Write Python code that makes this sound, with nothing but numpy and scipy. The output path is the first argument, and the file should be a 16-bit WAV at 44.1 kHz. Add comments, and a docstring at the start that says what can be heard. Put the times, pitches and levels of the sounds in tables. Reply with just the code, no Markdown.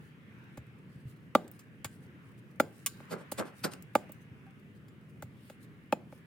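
"""A lawn in a walled yard, worked with a spade: four hard chops into the sod, lighter cuts, clods falling back,
clicks on small stones and three gritty shoves of soil. The sod stops the blade with a thud, grit crunches and
the steel rings. Dull thumps pass through the turf, dry grass rustles, and the stone wall and the yard answer
faintly. Behind it all lie a low outdoor rumble, a distant hiss and one faint knock far off."""
import sys
import numpy as np
from scipy import signal
from scipy.fft import rfft, irfft, next_fast_len
from scipy.io import wavfile
from scipy.ndimage import uniform_filter1d, map_coordinates

SR = 44100
rng = np.random.default_rng(int(sys.argv[2]) if len(sys.argv) > 2 else 0)


def store_pcm(level_fs):
    """Save levels as 16-bit WAV."""
    pcm = np.round(np.clip(level_fs, -1, 1) * 32767).astype(np.int16)
    wavfile.write(sys.argv[1], SR, np.atleast_2d(pcm).T)


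N = 276044
SIZE = 16384  # samples in a one-shot
T, HZ = np.arange(SIZE) / SR, np.fft.rfftfreq(SIZE, 1 / SR)


# Cues for the blade biting sod, and for clods falling back just after a chop (1.443, 3.002, 4.093, 6.124 s):
# start_s, thud_db, grit_db, tilt_db_per_octave
CHOPS = [(0.573, -38.5, -53.5, -4), (1.3502, -8.2, -33, 0), (1.443, -43, -70, -8), (1.8451, -37, -33, -4.5),
         (2.599, -10.5, -30, 0.23), (3.002, -42.5, -70, 1), (3.318, -28.5, -48, -1.5),
         (3.9522, -11, -29.5, 0), (4.093, -40, -70, -4.5), (5.223, -34.5, -52, 0.5), (5.498, -41, -54, 2),
         (5.9241, -14, -40, 0), (6.124, -40, -79, -3)]
# Colours of the crunch and of the settling crumbs: freq_hz, level_db
GRIT_EQ = [(40, -59), (150, -25), (600, 6), (1400, 9.5), (3500, 3), (5800, -6), (7200, 3.5), (11500, -5),
           (15000, -4)]
CRUMB_EQ = [(40, -40.5), (80, -7.5), (170, 3.5), (320, 0.5), (480, -2), (700, -3), (1000, -14.5),
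            (2500, -31), (8000, -43)]

def chops():
    """The edge snaps in, the sod thuds, roots and grit crunch, the blade rings and crumbs settle."""
    out = np.zeros((2, N))
    for start, thud_db, grit_db, tilt_db in CHOPS:
        body = thud(tilt_db, second_s=0.003477, second_gain=0.98, second_hz=1038, ripple_db=6)
        tear = grains(KNOCK_EQ, spiky_db=0, width=1) * fade(0.023, attack=0.00071)
        crumbs = grains(CRUMB_EQ, spiky_db=0, width=.3) * fade(0.38, attack=0.0048)
        crunch_t60 = .019 - .0011 * thud_db  # lighter chops crunch longer
        crunch = contact(GRIT_EQ, 0, ripple_db=0.5) * fade(crunch_t60, attack=0.00032)
        earth = body + amp(-21.5) * tear + amp(-32) * crumbs
        edge = crunch + 3 * snap(CLICK_EQ, -2) + amp(-12.5) * ring()
        add(out, start, amp(thud_db) * earth + amp(grit_db) * edge)
    return out


# Body of the thud: freq_hz, level_db
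THUD_EQ = [(40, -58), (110, -9), (230, 1), (330, -3.5), (600, 2.5), (880, -1), (1040, -8), (1270, 0.5),
           (1700, -13.5), (2500, -15), (4000, -28), (9000, -65)]
# Lag in the soil, lows arriving last: freq_hz, delay_s
SOIL_LAG = [(150, 0.0044), (550, .004), (850, 0.0025), (1300, 0.0017), (2500, 0.0018), (5000, 0.00301)]

def thud(tilt_db, second_s, second_gain, second_hz, ripple_db):
    """The sod stops the blade: the pitch falls as it sinks, and a duller second push follows at once."""
    slope_db = tilt_db * np.log2(np.clip(HZ, 200, 4000) / 600)
    push = causal(along(THUD_EQ, HZ) + slope_db + ripple_db * ripple(HZ))
    sweep = np.exp(-2j * np.pi * np.cumsum(along(SOIL_LAG, HZ)) * SR / SIZE)
    second = second_gain * np.exp(-2j * np.pi * HZ * second_s) / (1 + (HZ / second_hz) ** 4)
    return crest(irfft(push * sweep * (1 + second)))


# Partials of the steel blade: pitch_hz, level_db, t60_s
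BLADE_MODES = [(1132, 1, 0.061), (1560, -17, 0.42), (2195, -0.5, .04), (3460, -4.5, 0.035),
               (4890, 1, 0.038), (7000, -5.5, 0.095), (7295, -4, .12), (9090, -11, 0.091)]

def ring():
    """The steel rings at new strengths with every contact; the soil's grip makes it waver."""
    waver = np.cumsum(rng.standard_normal((len(BLADE_MODES), SIZE)), axis=1) * .012
    return sum(amp(db + rng.normal(0, 0.89) - 60 * T / t60) * np.sin(2 * np.pi * hz * T + phase)
               for (hz, db, t60), phase in zip(BLADE_MODES, waver))


# Cues for steel on stone: start_s, click_db, knock_db, t60_s, tilt_db_per_octave
STONES = [(1.479, -43.5, -67, 0.022, -6), (1.515, -24, -77, .01, 24), (1.592, -46.5, -59.5, 0.092, -3.5),
          (2.6029, -23, -41, .025, 4), (2.8618, -11.5, -35, 0.04, 1), (2.8672, -17, -35, 0.036, -5),
          (3.316, -30, -48, 0.044, 1), (3.32, -22.5, -46, 0.033, 0.5), (3.7357, -30.5, -63, 0.012, -8),
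          (3.8244, -35, -67.5, 0.008, 2.5), (4.12, -30.5, -63.5, 0.032, 15), (4.883, -55, -61, 0.033, 7),
          (5.224, -34.5, -75, 0.043, 2)]
# Colours of the bright click and the hollow knock, shared with the chops: freq_hz, level_db
CLICK_EQ = [(150, -80.5), (1500, -18.5), (4000, -3.5), (5800, -3.5), (7300, 8.5), (11000, 2.5), (15500, 2)]
KNOCK_EQ = [(80, -62), (300, -26), (700, -7.5), (1150, 3), (1700, -2), (2400, 6), (3700, 0), (6500, -7)]

def stones():
    """Steel meets a pebble: a sharp snap, a bright skid, a hollow knock and the blade's ring."""
    out = np.zeros((2, N))
    for start, click_db, knock_db, t60, tilt_db in STONES:
        skid_shape = fade(t60, attack=.0002) + 0.58 * fade(.005, attack=.0001)
        skid = contact(CLICK_EQ, tilt_db, ripple_db=6.5) * skid_shape
        knock = contact(KNOCK_EQ, 0, ripple_db=4.5) * fade(1.02 * t60, attack=0.000398)
        click = snap(CLICK_EQ, tilt_db) + amp(-12) * skid
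        body = knock + amp(-6.5) * ring()
        add(out, start, amp(click_db) * click + amp(knock_db) * body)
    return out


# Cues for shoved soil: bite_s, grit_db, clods_db, rise_s, stroke_s
SHOVES = [(3.117, -45.5, -34, 0.012, 0.015), (3.382, -41.3, -31.5, 0.0057, 0.016),
          (3.642, -33, -31, 0.0049, 0.0063)]
# Colours of the rasp and of the tumbling clods: freq_hz, level_db
SCRAPE_EQ = [(60, -45), (500, -4), (1500, 5.5), (2800, 1.5), (4700, 3.5), (6300, -3.5), (9000, 4),
             (11200, -8.5), (13500, -3), (16000, -33)]
CLOD_EQ = [(40, -50.5), (80, -32), (170, 7.5), (260, 2), (550, 2), (900, -6.5), (1400, -4), (2200, -18.5),
           (4500, -37), (10000, -48)]
SPILL_S, SPILL_DB, SPILL_SLOWER = .075, -19, 1.6  # the loose soil: later, softer, slower

def shoves():
    """Grit rasps over the steel, clods tumble, the blade sings faintly and loose soil slides off."""
    out = np.zeros((2, N))
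    lead_s = .1  # room for the swell before the bite
    for bite, grit_db, clods_db, rise, stroke in SHOVES:
        swell = lambda t, t60: amp(np.minimum(12 * t / rise, 0) - 60 * np.maximum(t - stroke, 0) / t60)
        for delay, db, slower in [(0, 0, 1), (SPILL_S, SPILL_DB, SPILL_SLOWER)]:
            t = (T - lead_s) / slower
            grit = contact(SCRAPE_EQ, 0, ripple_db=3.5) * swell(t, t60=0.068)
            clods = grains(CLOD_EQ, spiky_db=4, width=0.61) * swell(t - .006, t60=.18)
            add(out, bite + delay - lead_s, amp(db) * (amp(grit_db) * grit + amp(clods_db) * clods))
        add(out, bite + stroke, amp(grit_db - 17) * ring())
    return out


# Cues for weight on the turf: start_s, level_db
THUMPS = [(0.579, -37.5), (0.958, -42), (1.054, -34), (1.856, -37.5), (4.315, -45.5), (5.239, -38.5)]
# Low end of the turf: freq_hz, level_db
TURF_EQ = [(25, -53.5), (60, -13), (85, -5.5), (125, 7), (200, -14.5), (400, -35), (1500, -69.5)]

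def thumps():
    """Weight lands on the soft turf: one low push that bounces softly."""
    out = np.zeros((2, N))
    push = crest(irfft(causal(along(TURF_EQ, HZ))))
    for start, db in THUMPS:
        bounce_hz = 108 * rng.normal(1, 0.16)
        bounce = np.sin(2 * np.pi * bounce_hz * T) * fade(0.12, attack=.004)
        add(out, start, amp(db) * (push + 0.52 * bounce))
    return out


# Crisp colour of dry grass, for ticks and rustle: freq_hz, level_db
RUSTLE_EQ = [(200, -44), (1500, -16.5), (4000, 1.5), (7000, -3), (9500, 3), (11500, -4.5), (15000, -2)]

def crackles(count, db, spread_db):
    """Dry blades of grass and crumbs of soil tick here and there."""
    out = np.zeros((2, N))
    for when, size, colour in rng.uniform(size=(count, 3)):
        tick = contact(RUSTLE_EQ, 4 * (colour - .5), ripple_db=4) * fade(0.027, attack=0.00068)
        add(out, when * (N - SIZE) / SR, amp(db + spread_db * size ** 2) * tick)
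    return out


# Swishes of grass brushed aside: centre_s, level_db, half_width_s
BRUSHES = [(0.04, -73.5, 0.064), (0.97, -72, .07), (1.102, -68.5, .03), (1.95, -69, .03), (2.034, -71, .03),
           (2.29, -74, 0.048), (2.39, -63, .012), (2.792, -65, 0.067), (3.593, -66, .035),
           (4.22, -71, 0.011), (4.765, -73, .02), (5.1, -69, .012), (5.462, -65, .07), (5.635, -62, .025),
           (5.856, -75, 0.056), (6.16, -70, .05)]
GRASS_REST_DB, STIR_T60_S = -86.5, 0.45
CHOP_STIR_DB, STONE_STIR_DB = -34, -41  # relative to a chop's grit and a stone's click

def grass():
    """Dry grass rustles faintly throughout, more when brushed and just after each chop or stone."""
    t = np.arange(N) / SR
    blows = [(start, grit_db + CHOP_STIR_DB) for start, _, grit_db, _ in CHOPS]
    blows += [(start, click_db + STONE_STIR_DB) for start, click_db, *_ in STONES]
    stirred = sum((t > start) * amp(db - 60 * np.abs(t - start) / STIR_T60_S) for start, db in blows)
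    brushed = sum(amp(db) * np.exp(-((t - centre) / width) ** 2) for centre, db, width in BRUSHES)
    level = np.sqrt(amp(GRASS_REST_DB) ** 2 + stirred ** 2 + brushed ** 2) * amp(2.7 * wobble(22))
    return level * patchy(grains(RUSTLE_EQ, spiky_db=3.5, width=0.98, size=N), depth_db=3.5)


# Stereo balance: freq_hz, left_minus_right_db
BALANCE = [(100, -1.5), (400, -0.5), (2000, 1), (4400, -1), (8000, -0.5), (15000, -2.5)]
# Stereo phase: freq_hz, left_lead_rad
PHASE_LEAD = [(500, 0.067), (4500, 0.68), (6500, 1.86), (10500, 1.84), (12500, 1.4), (16000, .8)]

def placed(x):
    """Each side gets its own quick bounces off nearby things, and its own level and phase."""
    sides = np.array([[1], [-1]]) / 2
    delays_s = rng.uniform(0.000992, .008, size=(5, 2, 1))
    bounces = amp(-15) * HZ / (HZ + 500) * np.exp(-2j * np.pi * HZ * delays_s).sum(axis=0)
    pan = amp(sides * along(BALANCE, HZ)) * np.exp(1j * sides * along(PHASE_LEAD, HZ))
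    impulse = np.roll(irfft((1 + bounces) * pan), SIZE // 2, axis=1)
    return signal.fftconvolve(x, impulse, axes=1)[:, SIZE // 2:][:, :N]


# Reverb of the yard: freq_hz, echo_db, t60_s
YARD_ECHO = [(149.6, -21, 0.42), (602, -32.5, 0.41), (1300, -28.5, 0.2), (4030, -22, 0.31),
             (12000, -24, .22)]

def yard(x):
    """A thin outdoor echo: scattered returns from the wall and the trees."""
    bands, db, t60 = np.transpose(YARD_ECHO)
    hz, t, noise = signal.stft(rng.standard_normal((2, SR // 2)), SR, nperseg=256)
    decay = amp(-60 * t / along(np.c_[bands, t60], hz)[:, None])
    decay /= np.sqrt(np.mean(decay ** 2, axis=1, keepdims=True))
    mid, side = signal.istft(noise * decay, SR, nperseg=256)[1]
    tail = np.array([mid + .5 * side, mid - .5 * side])
    tail = filtered(tail / np.linalg.norm(tail[0]), lambda hz: amp(along(np.c_[bands, db], hz)))
    tail = np.pad(tail, ((0, 0), (SR // 200, 0)))  # 5 ms pre-delay
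    return signal.fftconvolve(x, tail, axes=1)[:, :N]


# Partials of the far knock: pitch_hz, level_db, t60_s
FAR_KNOCK_MODES = [(780, -1.5, 0.15), (1133, -13.5, 0.16), (1600, -8, 0.09)]

def far_knock():
    """One faint hollow knock in the distance."""
    out = np.zeros((2, N))
    knock = sum(amp(db) * np.sin(2 * np.pi * hz * T) * fade(t60, attack=0.0063)
                for hz, db, t60 in FAR_KNOCK_MODES)
    add(out, start_s=4.463, sound=amp(-57) * knock)
    return out


# Colours of the two ambience beds: freq_hz, level_db
RUMBLE_EQ = [(25, -42), (45, -28), (75, -10.5), (120, 3), (190, 1), (300, -8), (450, -13.5), (800, -31.5),
             (1600, -50)]
HISS_EQ = [(300, -21.5), (900, -3), (1700, 2), (2800, -4), (4200, -18.5), (7000, -27), (15000, -31)]
# Fader ride on the hiss, before its trim: time_s, level_db
HISS_RIDE = [(0.0, -66), (0.45, -66), (0.57, -68), (1.11, -69.5), (2.2, -68.5), (2.6, -70.5), (2.89, -67),
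             (3.07, -63), (4.79, -69.5), (6.26, -70)]
RUMBLE_DB, HISS_TRIM_DB = -54, 3.5

def outdoors():
    """A steady low rumble and a wide distant hiss that swells."""
    rumble = amp(RUMBLE_DB + 1.2 * wobble(11)) * grains(RUMBLE_EQ, spiky_db=1, width=0.3, size=N)
    ride_db = np.interp(np.arange(N) / SR, *np.transpose(HISS_RIDE))
    hiss_gain = amp(ride_db + HISS_TRIM_DB + .6 * wobble(4.5))
    hiss = patchy(grains(HISS_EQ, spiky_db=.5, width=1, size=N), depth_db=1.76)
    return rumble + hiss_gain * hiss


def snap(spectrum, tilt_db):
    """One brittle fracture: a single sharp pulse of peak 1."""
    return crest(irfft(causal(along(spectrum, HZ) + brighter(HZ, tilt_db))))


def contact(spectrum, tilt_db, ripple_db):
    """Stereo grit noise in the colour of one touch."""
    colour = lambda hz: amp(ripple_db * ripple(hz) + brighter(hz, tilt_db))
    return unit(filtered(grains(spectrum, spiky_db=3, width=0.38), colour))


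def grains(spectrum, spiky_db, width, size=SIZE):
    """Stereo noise of rms 1 made of tiny fractures of uneven size; width is side over mid."""
    sizes = amp(spiky_db * np.repeat(rng.standard_normal(size // 32 + 1), 32)[:size])
    mid, side = filtered(sizes * rng.standard_normal((2, size)), lambda hz: amp(along(spectrum, hz)))
    return unit(np.array([mid + width * side, mid - width * side]))


def ripple(hz):
    """Random peaks and dips: every touch wakes different resonances of blade and ground."""
    knots = np.arange(0, SR / 2, 170)
    return np.interp(hz, knots, rng.standard_normal(len(knots))) * np.clip(hz / 1500, 0, 1) ** 2


def brighter(hz, tilt_db):
    """A treble tilt in dB per octave, pivoting at 8 kHz and flat below 2 kHz."""
    return tilt_db * np.log2(np.maximum(hz, 2000) / 8000)


def patchy(x, depth_db):
    """Slow patches of more and less level drift over time and frequency."""
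    frames = signal.stft(x, nperseg=1024)[2]
    patches = uniform_filter1d(rng.standard_normal(frames.shape[1:]), size=9, axis=0)
    patches = unit(uniform_filter1d(patches, size=12, axis=1))
    return unit(signal.istft(frames * amp(depth_db * patches), nperseg=1024)[1][:, :N])


def wobble(rate):
    """A smooth random curve, rate knots a second."""
    return map_coordinates(rng.standard_normal(int(N * rate / SR) + 4), [np.arange(N) * rate / SR])


def fade(t60, attack):
    """A quick rise and an exponential decay, peak 1; times in seconds."""
    return crest(amp(-60 * T / max(t60, .002)) * (1 - np.exp(-T / attack)))


def add(track, start_s, sound):
    """Mix in a one-shot, fading out its tail."""
    start = max(round(start_s * SR), 0)
    fade_out = 1 - (T / T[-1]) ** 4
    track[:, start:start + SIZE] += (sound * fade_out)[..., :N - start]


def causal(db):
    """The minimum-phase response with these levels: it rings only after the blow."""
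    cepstrum = irfft(np.log(amp(db)))
    cepstrum[1:SIZE // 2] *= 2
    cepstrum[SIZE // 2 + 1:] = 0
    return np.exp(rfft(cepstrum))


def filtered(x, response):
    """EQ x with a gain given as a function of frequency."""
    length = x.shape[-1]
    padded = next_fast_len(length + SIZE)
    return irfft(rfft(x, padded) * response(np.fft.rfftfreq(padded, 1 / SR)), padded)[..., :length]


def along(points, hz):
    """Read a curve of (freq_hz, value) points on a log frequency axis."""
    freqs, values = np.transpose(points)
    return np.interp(np.log(hz + 1), np.log(freqs), values)


def amp(db):
    """Decibels to gain."""
    return 10 ** (np.asarray(db) / 20)


def unit(x):
    """Scale to rms 1."""
    return x / np.sqrt(np.mean(x ** 2) + 1e-20)


def crest(x):
    """Scale to peak 1."""
    return x / np.max(np.abs(x))


def scene():
    """The digging up front, its echo and the open air behind."""
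    spade = placed(chops() + stones() + shoves() + thumps() + crackles(count=30, db=-73, spread_db=7.5))
    return spade + yard(spade) + grass() + far_knock() + outdoors()


def record(dry):
    """A steep high cut on the whole mix."""
    cutoff_hz = 16550
    return filtered(dry, lambda hz: 1 / (1 + (hz / cutoff_hz) ** 120))


dry = scene()
out = record(dry)
store_pcm(out)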